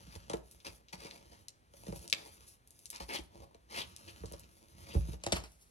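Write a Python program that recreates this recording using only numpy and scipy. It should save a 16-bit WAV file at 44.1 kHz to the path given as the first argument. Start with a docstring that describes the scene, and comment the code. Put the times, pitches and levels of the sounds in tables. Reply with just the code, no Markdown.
"""A big corrugated carton is opened on a paved driveway, a little to the left of the microphone.
From the start hands and sleeves slide over the board, a friction of many random slips in a quiet street.
Bumps soon send dispersive bending waves through the walls, flaps scrape on each other by stick and slip,
and creases snap as impulses through a resonance; past the middle, pressed edges buzz at a rising pitch.
Near the end the front flap swings over and thumps down, closer to straight ahead."""
import sys
import numpy as np
from scipy import signal
from scipy.fft import rfft, irfft, next_fast_len
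from scipy.io import wavfile

SR = 44100
rng = np.random.default_rng(int(sys.argv[2]) if len(sys.argv) > 2 else 0)


def inscribe(sig):
    """Save sig as 16-bit PCM at rate SR to the path in sys.argv[1].

    A 1-D sig is mono; a 2-D sig holds one channel per row.
    Samples are clipped to [-1, 1] before scaling.
    """
    pcm = np.round(np.clip(np.atleast_2d(sig).T, -1, 1) * 32767)
    wavfile.write(sys.argv[1], SR, pcm.astype(np.int16))


N = 251370
T = np.arange(N) / SR
AGE = T[:SR // 3]   # seconds since a contact

# All dB are relative levels ahead of the echoes, the ports and the microphone.
# Hands and sleeves sliding over board. Each row: start in seconds, rise in seconds, hold in seconds,
# cloth swish in dB, fine skin hiss in dB, flap sway in dB.
SLIDES = [(0, 0.0012, 0.37, -65.5, -72, -57.5), (0.42, 0.027, 0.34, -75.5, -70, -66.5),
          (0.91, 0.023, 0.49, -70, -78, -62.5), (1.69, 0.16, 0.21, -65.5, -62, -57.5),
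          (2.14, 0.038, 0.27, -68, -65.5, -65.5), (2.45, 0.03, 0.056, -74.5, -59.5, -72),
          (2.66, 0.019, 0.58, -93, -71.5, -74), (3.28, 0.085, 0.055, -71, -81.5, -54),
          (3.62, 0.26, 0.58, -65.5, -71, -59), (4.42, 0.031, 0.4, -76, -73, -68.5),
          (4.6, 0.32, 0.22, -62.5, -65.5, -53), (5.18, 0.11, 0.11, -57.5, -88, -52),
          (5.44, 0.039, 0.3, -92, -72, -85)]
# Pressed cut edges. Each row: start in seconds, length in seconds, level in dB, starting pitch in Hz.
BUZZES = [(3.089, 0.03, -47, 1700), (3.129, 0.032, -49.5, 2450), (3.741, 0.066, -47, 2060),
          (4.073, 0.0038, -55, 2850), (4.899, 0.016, -59.5, 2620)]
# Strokes of board on board. Each row: start in seconds, rise in seconds, hold in seconds,
# rasp in dB, wall sound in dB.
STROKES = [(0.101, 0.0088, 0.032, -61, -94), (0.645, 0.0091, 0.012, -44, -54),
           (0.927, 0.0012, 0.0026, -46.5, -80), (0.962, 0.061, 0.055, -56, -61),
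           (1.099, 0.0047, 0.064, -62, -62.5), (1.304, 0.018, 0.0094, -62, -62),
           (2.134, 0.0079, 0.14, -63.5, -60.5), (2.917, 0.02, 0.021, -51, -85),
           (2.998, 0.0022, 0.023, -50.5, -63), (3.081, 0.008, 0.05, -53, -49.5),
           (3.126, 0.012, 0.023, -42.5, -45), (3.382, 0.029, 0.028, -70.5, -59.5),
           (3.679, 0.094, 0.043, -45, -52.5), (4.074, 0.0082, 0.0021, -53.5, -60),
           (4.821, 0.1, 0.041, -58.5, -67), (5.342, 0.019, 0.0072, -43.5, -53),
           (5.434, 0.0065, 0.003, -51, -64)]
# Creases and tape snapping. Each row: start in seconds, crack peak in dB, pitch in Hz,
# time in seconds for the crackle envelope to fall to exp(-2).
SNAPS = [(0.513, -37.5, 11500, 0.025), (0.603, -48, 4020, 0.024), (0.668, -30, 3870, 0.0046),
         (0.885, -45, 3780, 0.039), (1.111, -34.5, 3270, 0.0045), (1.484, -28, 6300, 0.0094),
         (1.994, -42, 6450, 0.0068), (2.078, -30.5, 6900, 0.01), (2.1, -27.5, 6760, 0.013),
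         (2.1276, -9.5, 3120, 0.0053), (2.675, -41, 10200, 0.01), (2.707, -38, 10000, 0.0075),
         (2.792, -39.5, 10400, .008), (2.857, -29.5, 7100, 0.016), (2.903, -22.5, 10500, 0.016),
         (2.961, -30, 5940, 0.0063), (3.964, -30.5, 7330, 0.0066), (4.258, -36.5, 6060, 0.019),
         (4.323, -31.5, 10700, 0.0094), (4.396, -33.5, 12300, 0.014)]
# Bumps on the walls. Each row: start in seconds, boom peak in dB, boom pitch in Hz, board peak in dB,
# board pitch in Hz, crunch in dB before a common lift.
BUMPS = [(0.071, -48.5, 156, -61, 270, -56), (0.152, -42, 80.4, -55.5, 215, -40.5),
         (0.297, -64, 131, -32, 583, -32), (0.313, -45, 145, -37.5, 980, -41),
         (0.332, -64, 135, -35, 1060, -33.5), (0.335, -41.5, 147, -27.5, 475, -41),
         (0.676, -47.5, 84.5, -48, 480, -64), (0.932, -47.5, 158, -40.5, 860, -52),
         (1.046, -52.5, 153, -45, 430, -42), (1.736, -73, 89, -51.5, 570, -52.5),
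         (1.865, -59, 194, -41, 523, -44), (1.88, -35, 182, -42, 520, -50),
         (1.895, -39, 129, -42, 390, -56), (1.923, -41.5, 122, -35, 525, -44.5),
         (2.127, -58, 151, -39.5, 585, -23.5), (3.002, -42.5, 61.4, -35.5, 880, -62),
         (3.185, -44, 64, -40, 315, -38.5), (3.545, -57.5, 71.4, -50.5, 505, -51.5),
         (4.201, -41, 69.4, -62, 298, -69.5), (4.234, -42, 99, -37.5, 458, -74),
         (4.313, -43.5, 68, -43.5, 520, -68), (4.334, -55, 128, -38.5, 544, -40.5),
         (4.948, -17.5, 73.5, -31, 433, -44), (4.968, -26, 115, -37.5, 310, -52),
         (5.082, -34.5, 124, -45.5, 315, -71), (5.132, -42, 69.5, -45, 475, -45),
         (5.236, -59, 119, -40, 610, -30.5), (5.263, -43, 112, -25.5, 670, -26),
         (5.321, -31.5, 75.6, -22.5, 637, -18.5), (5.325, -33.5, 170, -30.5, 335, -19.5)]

# Air modes of the carton, then wall modes. Each row: mean pitch in Hz, mean strength in dB,
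# time to die by 60 dB in seconds.
AIR_MODES = [(61.1, 12.5, 0.34), (163.2, 10.5, 0.27)]
WALL_MODES = [(233.5, 0, 0.064), (343, 2, 0.16), (483.5, -1, 0.07), (601.5, 12, 0.069), (738, 11.5, 0.039),
              (907, 7, 0.045)]

# Spectra of friction, crushing, wall, loose flaps and street. Each row: frequency in Hz, density in dB.
RASP_SPECTRUM = [(300, -9), (900, 2), (1400, -5), (2200, -3.5), (3500, -10), (4700, -3.5), (7200, -14),
                 (16000, -20.5)]
CRUNCH_SPECTRUM = [(300, -31), (1100, -1), (4800, 1), (7000, -1), (9500, -8.5), (11000, -7), (13500, -44.5)]
SWISH_SPECTRUM = [(300, -19), (900, 10), (1800, -1.5), (3800, -2.5), (6500, -3), (14000, -25.5)]
HISS_SPECTRUM = [(2500, -21), (6200, -9), (8500, -14.5), (10400, -6), (12600, -14)]
WALL_SPECTRUM = [(55, -26.5), (100, -13), (200, -5.5), (520, -0.5), (1000, -1), (1400, -22), (2500, -28.5)]
SWAY_SPECTRUM = [(30, -18), (62, 10), (100, 4.5), (160, -1.5), (230, -5.5), (500, -57.5)]
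STREET_SPECTRUM = [(55, 7), (200, -7.5), (600, -12.5), (1500, -17.5), (5000, -27.5), (11000, -31.5)]

# Differences between the two microphone ports. Each row: frequency in Hz,
# phase lead of the left in radians, left minus right level in dB.
PORTS = [(130, -.3, -2.6), (300, .8, .3), (780, 2.2, 1), (1500, 3.3, 1.5), (3200, 6.1, 4.5), (4700, 8.6, 6),
         (5800, 11.7, 5), (8800, 18, 0), (11500, 18.9, -.6)]
# Reflections from surfaces nearby. Each row: delay in seconds, level in dB.
ECHOES = [(.0075, -8.5), (.019, -16.5)]
# Microphone response. Each row: frequency in Hz, gain in dB.
MICROPHONE = [(20, -34), (54, 0), (5000, 2.5), (6500, 2), (7800, 3), (11800, 3.5), (13300, -11.5)]

STREET_DB = -67.5
SLIDE_RELEASE_S, SWAY_RELEASE_S = 0.12, 0.38   # to die by 60 dB; the flaps sway on after the hand stops
STROKE_RELEASE_S = 0.12   # to die by 60 dB
BUZZ_RISE_HZ_PER_S = 19000   # the pitch climbs as the free edge shortens
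BUZZ_POLE_WIDTH_HZ = 1350
LANDING_S = 5.22   # the flap lands at the far end of the carton
LANDING_BEARING = 0.695   # share of the usual difference between the ports
CUTOFF_HZ = 16300


def from_db(db):
    """Level: decibels to amplitude gain."""
    return 10 ** (np.asarray(db) / 20)


def rms_one(x):
    """Normalization to unit power."""
    return x / np.sqrt(np.mean(x ** 2) + 1e-20)


def peak_one(x):
    """Normalization to unit height."""
    return x / (np.abs(x).max() + 1e-20)


def at_hz(points, hz, column=1):
    """Interpolation of one table column on a log-frequency axis."""
    points = np.array(points)
    return np.interp(np.log(hz + 1), np.log(points[:, 0]), points[:, column])


def add(track, s, sound):
    """Superposition: mix a sound in at a time in seconds."""
    start = max(round(s * SR), 0)
    track[start:start + len(sound)] += sound[:N - start]


def colour(x, spectrum, size=4096):
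    """Minimum-phase filtering: folding the cepstrum gives a causal response with the given spectrum."""
    log_gain = np.log(from_db(at_hz(spectrum, np.fft.rfftfreq(size, 1 / SR))))
    cepstrum = irfft(log_gain)
    cepstrum[1:size // 2] *= 2
    cepstrum[size // 2 + 1:] = 0
    response = irfft(np.exp(rfft(cepstrum)))
    return signal.fftconvolve(x, response)[:len(x)]


def flutter(per_s, depth_db, size=N):
    """Random modulation: a gain of unit power, bounded in dB, with per_s new targets a second."""
    knots = rng.uniform(-2, 2, N // 20)
    wander = np.interp(T[:size] * per_s, np.arange(len(knots)), knots)
    return rms_one(from_db(depth_db * wander))


def fade(t60):
    """Exponential damping by 60 dB in t60 seconds after a contact."""
    return from_db(-60 * AGE / t60)


def ring(modes, spread_db):
    """Modal superposition: decaying sines whose strength and pitch differ with the place of the blow."""
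    total = np.zeros(len(AGE))
    for hz, db, t60 in modes:
        strength = from_db(db + spread_db * rng.standard_normal())
        pitch = hz * (1 + .05 * rng.standard_normal())
        total += strength * fade(t60) * np.sin(2 * np.pi * pitch * AGE)
    return total


def swing(hz, cycles):
    """Damped oscillation: a panel swings up over a cycle or so and dies away."""
    turns = AGE * hz
    return peak_one(turns * np.exp(-turns / cycles) * np.sin(2 * np.pi * turns))


def bend(x, travel_s):
    """Dispersion: bending waves travel as the root of frequency, so highs lead; travel_s is for 100 Hz."""
    size = 2 * len(x)
    hz = np.fft.rfftfreq(size, 1 / SR)
    dispersion = np.exp(-4j * np.pi * travel_s * 10 * np.sqrt(hz))
    return irfft(rfft(x, size) * dispersion)[:len(x)]


def slips(per_s, spread_db, size=N):
    """Stick and slip: fibres catch and let go in random clicks of uneven size and either sign."""
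    excess = np.minimum(rng.exponential(1, size), 4)
    sizes = from_db(spread_db * excess) * rng.choice([-1, 1], size)
    return sizes * (rng.random(size) < per_s / SR)


def judder():
    """Irregular stick and slip: an edge runs over the flutes, its slips bunched into short catches."""
    size = len(AGE)
    clicks = slips(per_s=6500, spread_db=2.2, size=size)
    return clicks * flutter(380, 3.0, size) * flutter(120, 1.4, size)


def gesture(s, rise_s, hold_s, release_s):
    """Kinematics: a movement gathers speed smoothly, keeps it, then dies away exponentially."""
    speed = np.sin(np.pi / 2 * np.clip((T - s) / rise_s, 0, 1)) ** 2
    return speed * np.exp(-np.log(1000) * np.maximum(T - s - rise_s - hold_s, 0) / release_s)


def rubbing(moves, release_s):
    """Power addition: one gain in time for each dB column, summing overlapping movements as powers."""
    power = 0
    for s, rise_s, hold_s, *dbs in moves:
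        power = power + np.outer(from_db(dbs), gesture(s, rise_s, hold_s, release_s)) ** 2
    return np.sqrt(power)


def glance(x, share=0.32, lag_s=0.000818):
    """Comb interference: board beside a contact mirrors its sound across a changing gap. Unit power."""
    t = T[:len(x)]
    lag = lag_s * flutter(4, 1.1, len(x))
    return rms_one(x + share * np.interp(t - lag, t, x))


def wall_sound(force, ring_db):
    """Forced vibration: friction heard through the carton wall and its modes. Unit power."""
    through = rms_one(signal.fftconvolve(force, ring(WALL_MODES, spread_db=10.0))[:len(force)])
    return rms_one(rms_one(colour(force, WALL_SPECTRUM)) + from_db(ring_db) * through)


def street():
    """Diffuse background: one steady coloured noise of the quiet street."""
    return from_db(STREET_DB) * rms_one(colour(rng.standard_normal(N), STREET_SPECTRUM))


def sliding():
    """Dry friction: skin and cloth slip finely and catch as the grip changes; loose flaps sway beneath."""
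    swish, hiss, _ = rubbing(SLIDES, SLIDE_RELEASE_S)
    *_, sway = rubbing(SLIDES, SWAY_RELEASE_S)
    force = rms_one(slips(per_s=7000, spread_db=3.0) * flutter(per_s=57, depth_db=1.5))
    catches = .7 * rms_one(slips(per_s=70, spread_db=2.5))
    cloth = swish * glance(colour(force + catches, SWISH_SPECTRUM))
    skin = hiss * glance(colour(force + .5 * catches, HISS_SPECTRUM)) * flutter(per_s=29, depth_db=3.3)
    rumble = rms_one(colour(rng.standard_normal(N), SWAY_SPECTRUM))
    murmur = wall_sound(force + 2 * catches, ring_db=-8.5) * flutter(per_s=25, depth_db=3.0)
    flaps = from_db(-4.5) * rumble + from_db(-6.5) * murmur
    return cloth + skin + sway * flaps


def buzzes():
    """Driven resonance: judder excites a broad resonance of the cut edge, gliding up during the stroke."""
    out = np.zeros(N)
    r = np.exp(-np.pi * BUZZ_POLE_WIDTH_HZ / SR)
    for s, length_s, db, hz in BUZZES:
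        pitch = hz + BUZZ_RISE_HZ_PER_S * np.minimum(AGE, length_s)
        turn = np.exp(2j * np.pi * np.cumsum(pitch) / SR)
        # shift the pitch down to zero, resonate there, and shift back
        edge = np.real(turn * signal.lfilter([1], [1, -2 * r, r * r], judder() / turn))
        pressure = gesture(0, .008, length_s, STROKE_RELEASE_S)[:len(AGE)]
        add(out, s, from_db(db) * pressure * rms_one(edge))
    return out


def scrapes():
    """Stick and slip: each stroke rasps and shakes the wall, which rings differently from place to place."""
    out = np.zeros(N)
    for s, rise_s, hold_s, rasp_db, wall_db in STROKES:
        force = judder()
        speed = gesture(0, rise_s, hold_s, STROKE_RELEASE_S)[:len(AGE)]
        rasp = from_db(rasp_db) * glance(colour(force, RASP_SPECTRUM))
        wall = from_db(wall_db) * wall_sound(force, ring_db=-11.5)
        add(out, s, speed * (rasp + wall))
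    return out


def snaps(q=0.84, edge_db=-5, body_db=-36):
    """Impulsive release: a crease cracks, smaller fibres follow, and the wall answers faintly."""
    out = np.zeros(N)
    for s, db, hz, lasts in SNAPS:
        force = from_db(-27) * rng.laplace(size=len(AGE)) * np.exp(-2 * AGE / lasts)
        force[0] = 1   # the crack itself
        band = signal.iirpeak(min(hz, SR / 3), q, fs=SR)
        crack = signal.lfilter(*band, signal.lfilter(*band, force + 1e-18))
        edge = from_db(edge_db) * peak_one(np.diff(force, prepend=0))
        body = from_db(body_db) * peak_one(ring(WALL_MODES, spread_db=3.0))
        add(out, s, from_db(db) * (peak_one(peak_one(crack) + edge) + body))
    return out


def bumps(boom_cycles=0.62, board_cycles=0.81, boom_travel_s=0.0092, board_travel_s=0.01016,
          air_db=-19, wall_db=-21, knock_db=-5, knock_hz=1000, scatter_db=-21,
          crackles_per_s=2500, crunch_t60=0.027, crunch_rise_s=0.00092):
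    """Dispersive impact: a bump crushes fibres, chirps down through the board and rocks the carton."""
    out = np.zeros(N)
    for s, boom_db, boom_hz, board_db, board_hz, crunch_db in BUMPS:
        air = ring(AIR_MODES, spread_db=1.0)
        wall = ring(WALL_MODES, spread_db=3.0)
        boom = bend(swing(boom_hz, boom_cycles) + from_db(air_db) * air, boom_travel_s)
        # waves thrown back from folds and edges blur into a short boxy tail
        scatter = rms_one(colour(rng.standard_normal(len(AGE)), WALL_SPECTRUM)) * fade(0.19)
        # the stiff facing answers first, with a short, broad knock
        panel = swing(board_hz, board_cycles) + from_db(knock_db) * swing(knock_hz, 0.29)
        board = bend(panel + from_db(wall_db) * wall + from_db(scatter_db) * scatter, board_travel_s)
        fibres = slips(crackles_per_s, spread_db=1.5, size=len(AGE))
        envelope = fade(crunch_t60) * (1 - np.exp(-AGE / crunch_rise_s))
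        crush = colour(fibres * envelope, CRUNCH_SPECTRUM)
        crunch = from_db(crunch_db + 11.5) * crush / np.linalg.norm(crush)   # set by total energy
        add(out, s, from_db(boom_db) * peak_one(boom) + from_db(board_db) * peak_one(board) + crunch)
    return out


def ports(x, bearing=1):
    """Interaural-like differences: phase and level between the ports vary with frequency and bearing."""
    size = next_fast_len(N + SR // 10)
    hz = np.fft.rfftfreq(size, 1 / SR)
    lead = np.exp(.5j * bearing * at_hz(PORTS, hz))
    gain = from_db(bearing * at_hz(PORTS, hz, column=2) / 2)
    half = lead * gain   # each port takes half of the difference
    return irfft(rfft(x, size) * np.array([half, 1 / half]), size)[:, :N]


def yard(x, scatter_db=-14, t60=0.33, blur_t60=0.013):
    """Rough reflection: blurred near echoes and a thin scatter from fence and house, unlike at each port."""
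    sides = []
    highpass = signal.butter(1, 400, "high", fs=SR)
    for _ in range(2):
        tail = rng.standard_normal(len(AGE)) * fade(t60)
        scatter = colour(tail, [(60, 1.0), (400, 4.0), (12000, -3.5)])   # Hz, dB
        response = from_db(scatter_db) * scatter / np.linalg.norm(scatter)
        for delay, db in ECHOES:
            blur = signal.lfilter(*highpass, rng.standard_normal(len(AGE)) * fade(blur_t60))
            response += from_db(db) * np.roll(blur / np.linalg.norm(blur), round(delay * SR))
        sides.append(signal.fftconvolve(x, response)[:N])
    return np.array(sides)


def scene():
    """Superposition of the street, the carton at its two bearings and its echoes."""
    carton = sliding() + buzzes() + scrapes() + snaps() + bumps()
    far = carton * np.clip((T - LANDING_S) / .01, 0, 1)   # all carton sound from the landing on
    direct = ports(carton - far + street()) + ports(far, LANDING_BEARING)
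    each_side = .5 * np.array([street(), street()])   # street noise unlike at each port
    return direct + yard(carton) + each_side


def record(dry):
    """Band limiting: the microphone sheds deep bass and high treble, and the top is cut steeply."""
    heard = np.array([colour(side, MICROPHONE) for side in dry])
    steep_cut = signal.ellip(10, .1, 80, CUTOFF_HZ, fs=SR, output="sos")   # ripple, then stopband in dB
    return signal.sosfilt(steep_cut, heard)


dry = scene()
out = record(dry)
inscribe(out)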